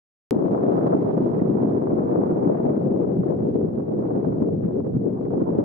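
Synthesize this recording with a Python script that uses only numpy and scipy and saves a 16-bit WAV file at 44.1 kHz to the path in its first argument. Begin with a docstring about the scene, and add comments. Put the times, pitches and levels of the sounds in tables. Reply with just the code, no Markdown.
"""A muddy shore, where wind buffets the two microphone ports of a camera; the sound cuts in with a click.
Turbulence acts as fluctuating pressure: large eddies rumble in both ports, smaller ones batter each
alone, and the finest flutter and rush in bursts. Strong wind is brighter; slack wind is deep and lumpy,
with single thumps, surges and lulls. Faint dry ticks fall on an even beat, about 94 a second, and
cluster with the buffets; under them lies a thin hiss."""
import sys
import numpy as np
from scipy import signal
from scipy.fft import rfft, irfft, next_fast_len
from scipy.io import wavfile
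from scipy.ndimage import uniform_filter1d, map_coordinates

SR = 44100
rng = np.random.default_rng(int(sys.argv[2]) if len(sys.argv) > 2 else 0)


def materialize(psi):
    """Save the field psi as 16-bit PCM at rate SR to the path in sys.argv[1].

    A 1-D psi becomes a single channel; in a 2-D psi each row is a channel.
    """
    bounded = np.clip(np.atleast_2d(psi).T, -1, 1)
    quanta = np.round(bounded * 32767).astype(np.int16)
    wavfile.write(sys.argv[1], SR, quanta)


N = 248724


def amp(db):
    """Amplitude ratio of a level: tenfold for every 20 dB."""
    return 10 ** (np.asarray(db) / 20)


def unit_rms(x):
    """Normalisation to a mean square of one."""
    return x / np.sqrt(np.mean(x ** 2) + 1e-20)


def at_frequency(table, hz):
    """Interpolation on a logarithmic frequency axis."""
    f, values = np.transpose(table)
    return np.interp(np.log(hz + 1), np.log(f + 1), values)


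def over_time(table):
    """Linear interpolation in time, one value a sample."""
    t, values = np.transpose(table)
    return np.interp(np.arange(N) / SR, t, values)


def wobble(rate):
    """Smooth random process: a spline through Gaussian knots, rate of them a second."""
    knots = rng.standard_normal(int(N * rate / SR) + 4)
    return map_coordinates(knots, [np.arange(N) * rate / SR])


def averaged(x, span_s):
    """A moving average smooths out fluctuations shorter than its span."""
    return uniform_filter1d(x, max(int(span_s * SR), 64))


def filtered(x, response):
    """Linear filtering: the spectrum is multiplied by a frequency response."""
    size = next_fast_len(N + SR // 2)
    return irfft(rfft(x, size) * response(np.fft.rfftfreq(size, 1 / SR)), size)[..., :N]


def panned(lean_db):
    """Constant-power law: two gains for a left-right level difference."""
    gains = amp(np.array([lean_db, -lean_db]) / 2)
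    return gains / np.sqrt(np.mean(gains ** 2, axis=0))


def opening_click(age, level_db, decay_s, pitch_hz):
    """A pressure step dies away as a heavily damped oscillation, mostly on the right."""
    ring = np.exp(-age / decay_s) * np.cos(2 * np.pi * pitch_hz * age)
    return -amp(level_db) * (age > 0) * ring * panned(-11.5)[:, None]


# Likeness of the channels, greatest in the upper bass: f/Hz, correlation (-1 to 1)
CORRELATION = [(45, -0.34), (85, 0.37), (120, 0.54), (170, 0.98), (250, 0.68), (330, 0.39), (470, -0.14),
               (680, -0.43), (1000, -0.51), (2000, -.45), (3200, 0.026), (9000, 0.3)]


def stereo_pair(ports, spectrum):
    """Mid-side stereo: the balance of the ports' sum and difference sets the correlation."""
    def response(hz):
        angle = np.arccos(np.clip(at_frequency(CORRELATION, hz), -0.98, 0.98)) / 2
        return amp(at_frequency(spectrum, hz)) * [np.cos(angle), np.sin(angle)]

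    mid, side = filtered(np.array([ports[0] + ports[1], ports[0] - ports[1]]), response)
    return unit_rms(np.array([mid + side, mid - side]))


def eddies(spectrum, bursts_db, span_s):
    """Intermittency: turbulent pressure comes in bursts, while its mean power over span_s holds steady."""
    pressure = stereo_pair(rng.standard_normal((2, N)) * amp(bursts_db), spectrum)
    power = np.mean(pressure ** 2, axis=0)
    mean_power = averaged(averaged(power, span_s), span_s)
    return pressure / np.sqrt(np.abs(mean_power) + 1e-9)


# Strength of the wind about its mean: t/s, level/dB
WIND_STRENGTH = [(0.33, 2), (0.55, 5.0), (0.9, 7), (1.02, 5.5), (1.2, 3.5), (1.45, 2), (1.62, 5), (1.82, 2),
                 (2.15, 5), (2.65, 4), (2.85, -0.5), (3.05, 1), (3.19, -4.5), (3.28, 1), (3.55, -5),
                 (3.72, -3), (3.95, -3), (4.22, 2), (4.45, -5), (4.58, -8.5), (4.74, -5), (4.98, -9),
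                 (5.15, -5), (5.4, -1), (5.6, 1.5)]
# Lean of the wind toward one port, scaled for each eddy size: t/s, left-right level/dB
WIND_LEAN = [(0.4, 5.5), (1.1, 0), (1.7, -2), (1.85, 3.5), (2.3, 1.5), (2.9, 5.5), (3.35, 7), (3.55, -1.5),
             (4.15, 1.5), (4.7, 4), (4.95, -3.5), (5.1, 9), (5.38, -4), (5.55, 2)]
# Spectra of the eddies, largest to finest: f/Hz, relative level/dB
THROB_SPECTRUM = [(15, -28.5), (40, -22.5), (62, -13.5), (85, -5), (110, 4), (135, -0.5), (190, -30),
                  (400, -77)]
RUMBLE_SPECTRUM = [(50, -41.5), (95, -21), (125, -3.5), (165, 0.6), (225, -0.04), (300, -5), (450, -24.5),
                   (900, -88)]
BUFFET_SPECTRUM = [(100, -34.5), (190, -8.5), (270, -1.5), (380, 1), (490, -2.5), (620, -12.5),
                   (800, -25.5), (1200, -47.5), (2500, -89)]
FLUTTER_SPECTRUM = [(250, -31.5), (480, -0.5), (650, 4), (800, -1.5), (1000, -7), (1400, -19.5),
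                    (2000, -37), (2800, -54), (5000, -87)]
RUSH_SPECTRUM = [(600, -22.5), (1100, -1.5), (1500, -3), (2000, -8.5), (2400, -16.5), (2900, -28.5),
                 (4000, -37.5), (8500, -53.5), (15000, -67.5)]


def wind(swirl):
    """Turbulence: smaller eddies sound higher, and more wind shifts the power from large to small."""
    wind_db, lean_db = over_time(WIND_STRENGTH), over_time(WIND_LEAN)
    throb = eddies(THROB_SPECTRUM, 0.8 * swirl, span_s=0.1)
    rumble = eddies(RUMBLE_SPECTRUM, 1.2 * swirl, span_s=0.14)
    buffet = eddies(BUFFET_SPECTRUM, 2.5 * swirl, span_s=0.085)
    flutter = eddies(FLUTTER_SPECTRUM, 3.2 * swirl, span_s=0.098)
    rush = eddies(RUSH_SPECTRUM, 2.5 * swirl + 4.8 * wobble(260), span_s=0.085)
    # Each size has a level in the mean wind and a slope in dB per dB of wind.
    return (throb * amp(-39.5 - 0.33 * wind_db) * panned(-1.8)[:, None]
            + rumble * amp(-28.0 + 0.29 * wind_db) * panned(0.1)[:, None]
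            + buffet * amp(-25.0 + 0.42 * wind_db) * panned(0.58 * lean_db + 2.0)
            + flutter * amp(-37.5 + 1.175 * wind_db) * panned(1.2 * lean_db - 3.5)
            + rush * amp(-61.5 + 0.78 * wind_db) * panned(0.41 * lean_db - 0.1))


# Envelope common to the ticking and the fizz: t/s, level/dB
CRACKLE_LEVEL = [(0.33, -73.5), (0.66, -74.5), (0.88, -73), (1.2, -73), (1.45, -77), (1.85, -80),
                 (2.5, -77.5), (3.2, -80), (3.3, -76), (3.8, -82), (4.45, -79.5), (5.0, -83.5),
                 (5.4, -76.5), (5.6, -83.5)]
# Spectra of a tick and of the fizz between ticks: f/Hz, relative level/dB
TICK_SPECTRUM = [(400, -13), (1500, 4.5), (3000, 3), (4000, -2.5), (5000, -10), (6500, -18), (8500, -26.5),
                 (15000, -44)]
FIZZ_SPECTRUM = [(1200, -24), (2600, 1.5), (4000, -2.5), (6000, -7.5), (8500, -14.5), (15000, -29.5)]


def crackle(swirl, rate_hz, first_s, scatter_db, tick_db, fizz_db):
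    """Amplitude modulation: eddies swell a periodic train of ticks; a fine fizz thickens in the gusts."""
    beats = np.round(np.arange(first_s, (N - 1) / SR, 1 / rate_hz) * SR).astype(int)
    draws = rng.uniform(-0.47, 1, (len(beats), 4)).T
    height, scatter = draws[:2], draws[2:]
    train = np.zeros((2, N))
    train[:, beats] = height * amp(scatter_db * scatter + 1.2 * swirl[:, beats])
    ticking = unit_rms(filtered(train, lambda hz: amp(at_frequency(TICK_SPECTRUM, hz))))
    fizz = eddies(FIZZ_SPECTRUM, 2.0 * swirl, span_s=0.04)
    fizz_gain = amp(fizz_db + 0.45 * over_time(WIND_STRENGTH))
    return amp(over_time(CRACKLE_LEVEL)) * (amp(tick_db) * ticking + fizz_gain * fizz)


def power_ratio(air, quick_s, slow_s):
    """Short-term over long-term mean-square pressure: how hard the air presses just now."""
    power = np.mean(air ** 2, axis=0)
    quick, slow = (np.abs(averaged(power, span_s)) + 1e-9 for span_s in (quick_s, slow_s))
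    return quick / slow


# Spectrum of the microphones' hiss: f/Hz, relative level/dB
HISS_SPECTRUM = [(100, 3), (2500, 3.5), (5000, 3), (8300, -8), (9800, 4), (11500, -3), (15500, -7.5)]


def hiss(level_db):
    """Self-noise: the microphones add a thin, stationary broadband hiss."""
    return amp(level_db) * stereo_pair(rng.standard_normal((2, N)), HISS_SPECTRUM)


# Single eddies rolling over the ports: t/s, half duration/s, lift/dB, centre f/Hz
EDDY_SURGES = [(0.318, 0.027, 5.5, 379), (0.566, 0.015, 4, 637), (0.672, .04, 3, 3000),
               (0.682, 0.033, 3.5, 432), (0.77, .06, 4, 1400), (0.866, 0.036, 4, 1300),
               (0.868, .022, 4.5, 3400), (0.937, 0.017, 8, 1390), (1.115, 0.017, 3, 1202),
               (1.188, 0.05, 0, 4520), (1.194, 0.022, 6, 1490), (1.256, 0.13, 3.5, 190),
               (1.347, 0.006, 13.5, 1950), (1.399, 0.008, 13, 2100), (1.498, 0.039, 7, 223),
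               (1.666, 0.043, 2.5, 230.7), (1.741, 0.021, 5.5, 200), (2.186, 0.011, 6.5, 523),
               (2.464, 0.022, 7, 161), (2.472, .02, -1, 4000), (2.56, .04, 4, 2000), (2.676, 0.045, 5, 684),
               (2.681, 0.036, 3, 2170), (2.863, 0.025, 11, 135.5), (2.975, 0.18, 3.5, 399),
               (3.191, 0.034, 15, 130), (3.308, 0.05, 4, 550), (3.428, 0.055, 7, 130),
               (3.466, .04, 5.5, 420), (3.592, 0.059, 6, 420), (3.655, .035, 10, 110), (3.963, .06, 3, 380),
               (4.03, 0.0066, 11, 1200), (4.246, 0.0081, 3.5, 1000), (4.284, .04, 5.5, 163),
               (4.428, 0.025, 12, 140), (4.425, 0.01, 11, 1490), (4.484, 0.052, 5.5, 430),
               (4.549, 0.075, 8, 130), (4.648, 0.03, 9, 170), (4.644, 0.012, 13.5, 1610),
               (4.773, 0.04, 5.5, 397), (4.961, 0.055, 11.5, 160.5), (4.956, 0.0252, 8.5, 1410),
               (5.062, 0.033, 6, 373), (5.139, 0.035, 3, 202.6), (5.18, 0.013, 13, 1000),
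               (5.341, 0.024, 5, 710), (5.392, 0.025, 7, 314), (5.41, 0.015, 10, 1284),
               (5.479, 0.021, 7, 893), (5.547, 0.057, 2.5, 122)]
# Brief lulls, in which small eddies die first: t/s, half duration/s, depth/dB, corner f/Hz
WIND_LULLS = [(0.991, .02, 3, 400), (1.048, 0.038, 1, 100), (2.059, .02, 0.5, 60), (2.617, 0.012, 5.5, 80),
              (3.216, .025, 2.5, 380), (3.37, 0.013, 3.5, 200), (3.727, 0.031, 4.5, 200),
              (3.858, 0.033, 4.5, 60), (4.35, 0.024, 2, 300), (4.4, .012, 1.5, 100.5),
              (4.57, .025, 2.5, 380), (4.823, 0.015, 4, 300), (4.988, .022, 5, 330), (5.181, 0.036, 4, 60),
              (5.441, 0.016, 4, 150)]


def surges_and_lulls(x, width_octaves=0.62, spared_below_hz=75, frame=512):
    """Time-varying filtering: a surge lifts the band about its pitch, a lull lowers all above its own."""
    hz, t, spectra = signal.stft(x, SR, nperseg=frame)
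    bell = lambda centre_s, half_s: np.exp(-((t - centre_s) / half_s) ** 2)
    octaves = lambda pitch: np.log2((hz[:, None] + 1) / pitch)
    band = lambda pitch: np.exp(-(octaves(pitch) / width_octaves) ** 2)
    shelf = lambda pitch: (1 + np.tanh(2 * octaves(pitch) / width_octaves)) / 2
    lift_db = sum(db * band(pitch) * bell(s, half) for s, half, db, pitch in EDDY_SURGES)
    lull_db = sum(db * shelf(pitch) * bell(s, half) for s, half, db, pitch in WIND_LULLS)
    _, change = signal.istft(spectra * (amp(lift_db - lull_db) - 1), SR, nperseg=frame)
    return x + filtered(change[:, :N], lambda f: 1 - np.exp(-(f / spared_below_hz) ** 4))


# The hardest single puffs: t/s, relative peak level/dB, left-right level/dB, pitch f/Hz
PUFF_EVENTS = [(0.362, -11.5, 4, 322), (0.457, -13, 10, 336), (0.546, -17, -0.5, 650),
               (0.575, -20, 12.5, 660), (0.649, -26, -4, 597), (0.685, -18.5, -2, 610),
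               (0.781, -20, 13, 644), (0.843, -17, 3.5, 292), (0.875, -24.5, 1, 780),
               (0.928, -16, 4.5, 650), (0.946, -13, -5, 306), (1.097, -28.5, 6, 650),
               (1.202, -17.5, 0.5, 315), (1.419, -15, 6, 287), (1.510, -16, 9, 290), (1.648, -14, -2, 280),
               (1.734, -15.5, -1, 281), (1.87, -21, 1, 620), (1.931, -13, -2.5, 340), (2.015, -30, 14, 613),
               (2.156, -18, 15, 610), (2.187, -12, 2, 335), (2.215, -26, 10, 630),
               (2.325, -14.5, -2.5, 253), (2.461, -13, 9, 290), (2.495, -12.5, 11, 481),
               (2.549, -22, 15, 670), (2.651, -23.5, 10, 624), (2.659, -14.5, 6.5, 255),
               (2.818, -27, 10, 643), (2.861, -18.5, 5, 249), (3.193, -20, 3, 210), (3.233, -23, -3, 625),
               (3.429, -33.5, 7, 620), (3.554, -15, 9.5, 340), (4.104, -27.5, 6.5, 700),
               (4.247, -30, -3, 760), (4.323, -28, 16, 646), (4.421, -13, -2.5, 250),
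               (4.423, -22, 4.5, 520), (4.485, -30.5, 17.5, 615), (4.655, -20, 0, 224),
               (4.708, -26.5, 14, 600), (4.801, -29, 9, 615), (4.965, -20, -8, 201),
               (5.062, -13, 10.5, 337), (5.305, -29.5, -5, 670), (5.338, -23.5, 8, 635),
               (5.418, -10.5, -1.5, 306), (5.585, -10.5, 1, 356)]
# Spectrum of a puff pitched at PUFF_HZ: f/Hz, relative level/dB
PUFF_SPECTRUM = [(100, -34), (200, -16), (400, 1.5), (650, 9), (900, -7), (1400, -21), (2000, -37.5),
                 (2800, -54.5), (5000, -76), (9000, -102)]
PUFF_HZ = 650


def puffs(rise_s, gain_db):
    """Eddy scaling: one strong eddy gives a dull thump; a larger one is deeper, more alike in both ports."""
    out = np.zeros((2, N + SR))
    length = SR // 20
    age = np.arange(length) / SR / rise_s
    envelope = age * np.exp(-age)
    hz = np.fft.rfftfreq(2 * length, 1 / SR)
    for s, db, lean_db, pitch in PUFF_EVENTS:
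        left, independent = rng.standard_normal((2, length))
        alike = np.clip(at_frequency(CORRELATION, pitch), -1, 1)
        right = alike * left + np.sqrt(1 - alike ** 2) * independent
        burst = np.pad(envelope * np.array([left, right]), ((0, 0), (length, 0)))
        puff = irfft(rfft(burst) * amp(at_frequency(PUFF_SPECTRUM, hz * PUFF_HZ / pitch)))
        puff /= np.abs(puff).max(axis=1, keepdims=True)
        onset = round(s * SR)
        out[:, onset - length:onset + length] += amp(db + gain_db) * panned(lean_db)[:, None] * puff
    return out[:, :N]


# The clearest ticks: t/s, relative level/dB, left-right level/dB
TICK_EVENTS = [(0.641, -58, -16), (0.874, -58.5, -2), (1.133, -52.5, -10.5), (1.186, -58.5, 12),
               (1.6233, -54, -0.5), (1.698, -57, 12), (2.114, -56, -10.5), (2.456, -65, 7.5),
               (2.477, -60, -0.5), (2.658, -61, -12), (2.669, -53.5, 11), (2.798, -58, 0), (2.82, -60.5, 1),
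               (2.989, -60, 16), (3.003, -61.5, 5), (3.01, -57, -9), (3.127, -60, -1), (3.245, -57, -13.5),
               (3.2663, -56, -5), (3.298, -59, 10), (3.544, -52, 13), (3.5647, -53, 17),
               (3.7572, -58.5, -7), (3.916, -62, 15), (4.076, -56, 3), (4.2573, -59, -6), (4.29, -62, 12),
               (4.408, -58.5, -18), (4.45, -63, 9), (4.514, -61.5, 5), (4.6737, -64, 3), (4.728, -61.5, 6),
               (4.74, -59.5, 2), (4.749, -61, 3), (4.952, -61, 12), (5.24, -58, -11), (5.581, -52.5, 7)]


def clear_ticks(gain_db):
    """Impulse response: a broad spectrum makes each tick a fraction of a millisecond long."""
    impulses = np.zeros((2, N))
    for s, db, lean_db in TICK_EVENTS:
        impulses[:, round(s * SR)] = rng.choice([-1, 1]) * amp(db + gain_db) * panned(lean_db)
    return filtered(impulses, lambda hz: amp(at_frequency(TICK_SPECTRUM, hz)))


def scene():
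    """Superposition: all sources add; one swirl, partly common to both ports, drives wind and crackle."""
    common = 0.42 * wobble(45) + 0.55 * wobble(190)
    swirl = common + 0.65 * np.array([wobble(130), wobble(130)])
    air = surges_and_lulls(wind(swirl))
    ticking = crackle(swirl, rate_hz=93.75, first_s=0.0023, scatter_db=0.3, tick_db=0.15, fizz_db=-5)
    clustering = power_ratio(air, quick_s=0.023, slow_s=0.5) ** 0.25
    ticking = surges_and_lulls(ticking) * clustering
    thumps = puffs(rise_s=0.0021, gain_db=2.5)
    return air + thumps + ticking + clear_ticks(gain_db=16.5) + hiss(level_db=-82.5)


def record(dry):
    """Gating and band limiting: after silence the sound cuts in with a click, all of it low-passed."""
    start_s, rise_s = 0.309, 0.00044
    cutoff_hz, edge_hz = 15600, 250
    age = np.maximum(np.arange(N) / SR - start_s, 0)
    gate = 1 - np.exp(-age / rise_s)
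    click = opening_click(age, level_db=-16.0, decay_s=0.00078, pitch_hz=400)
    return filtered(dry * gate + click, lambda hz: (1 - np.tanh((hz - cutoff_hz) / edge_hz)) / 2)


dry = scene()
out = record(dry)
materialize(out)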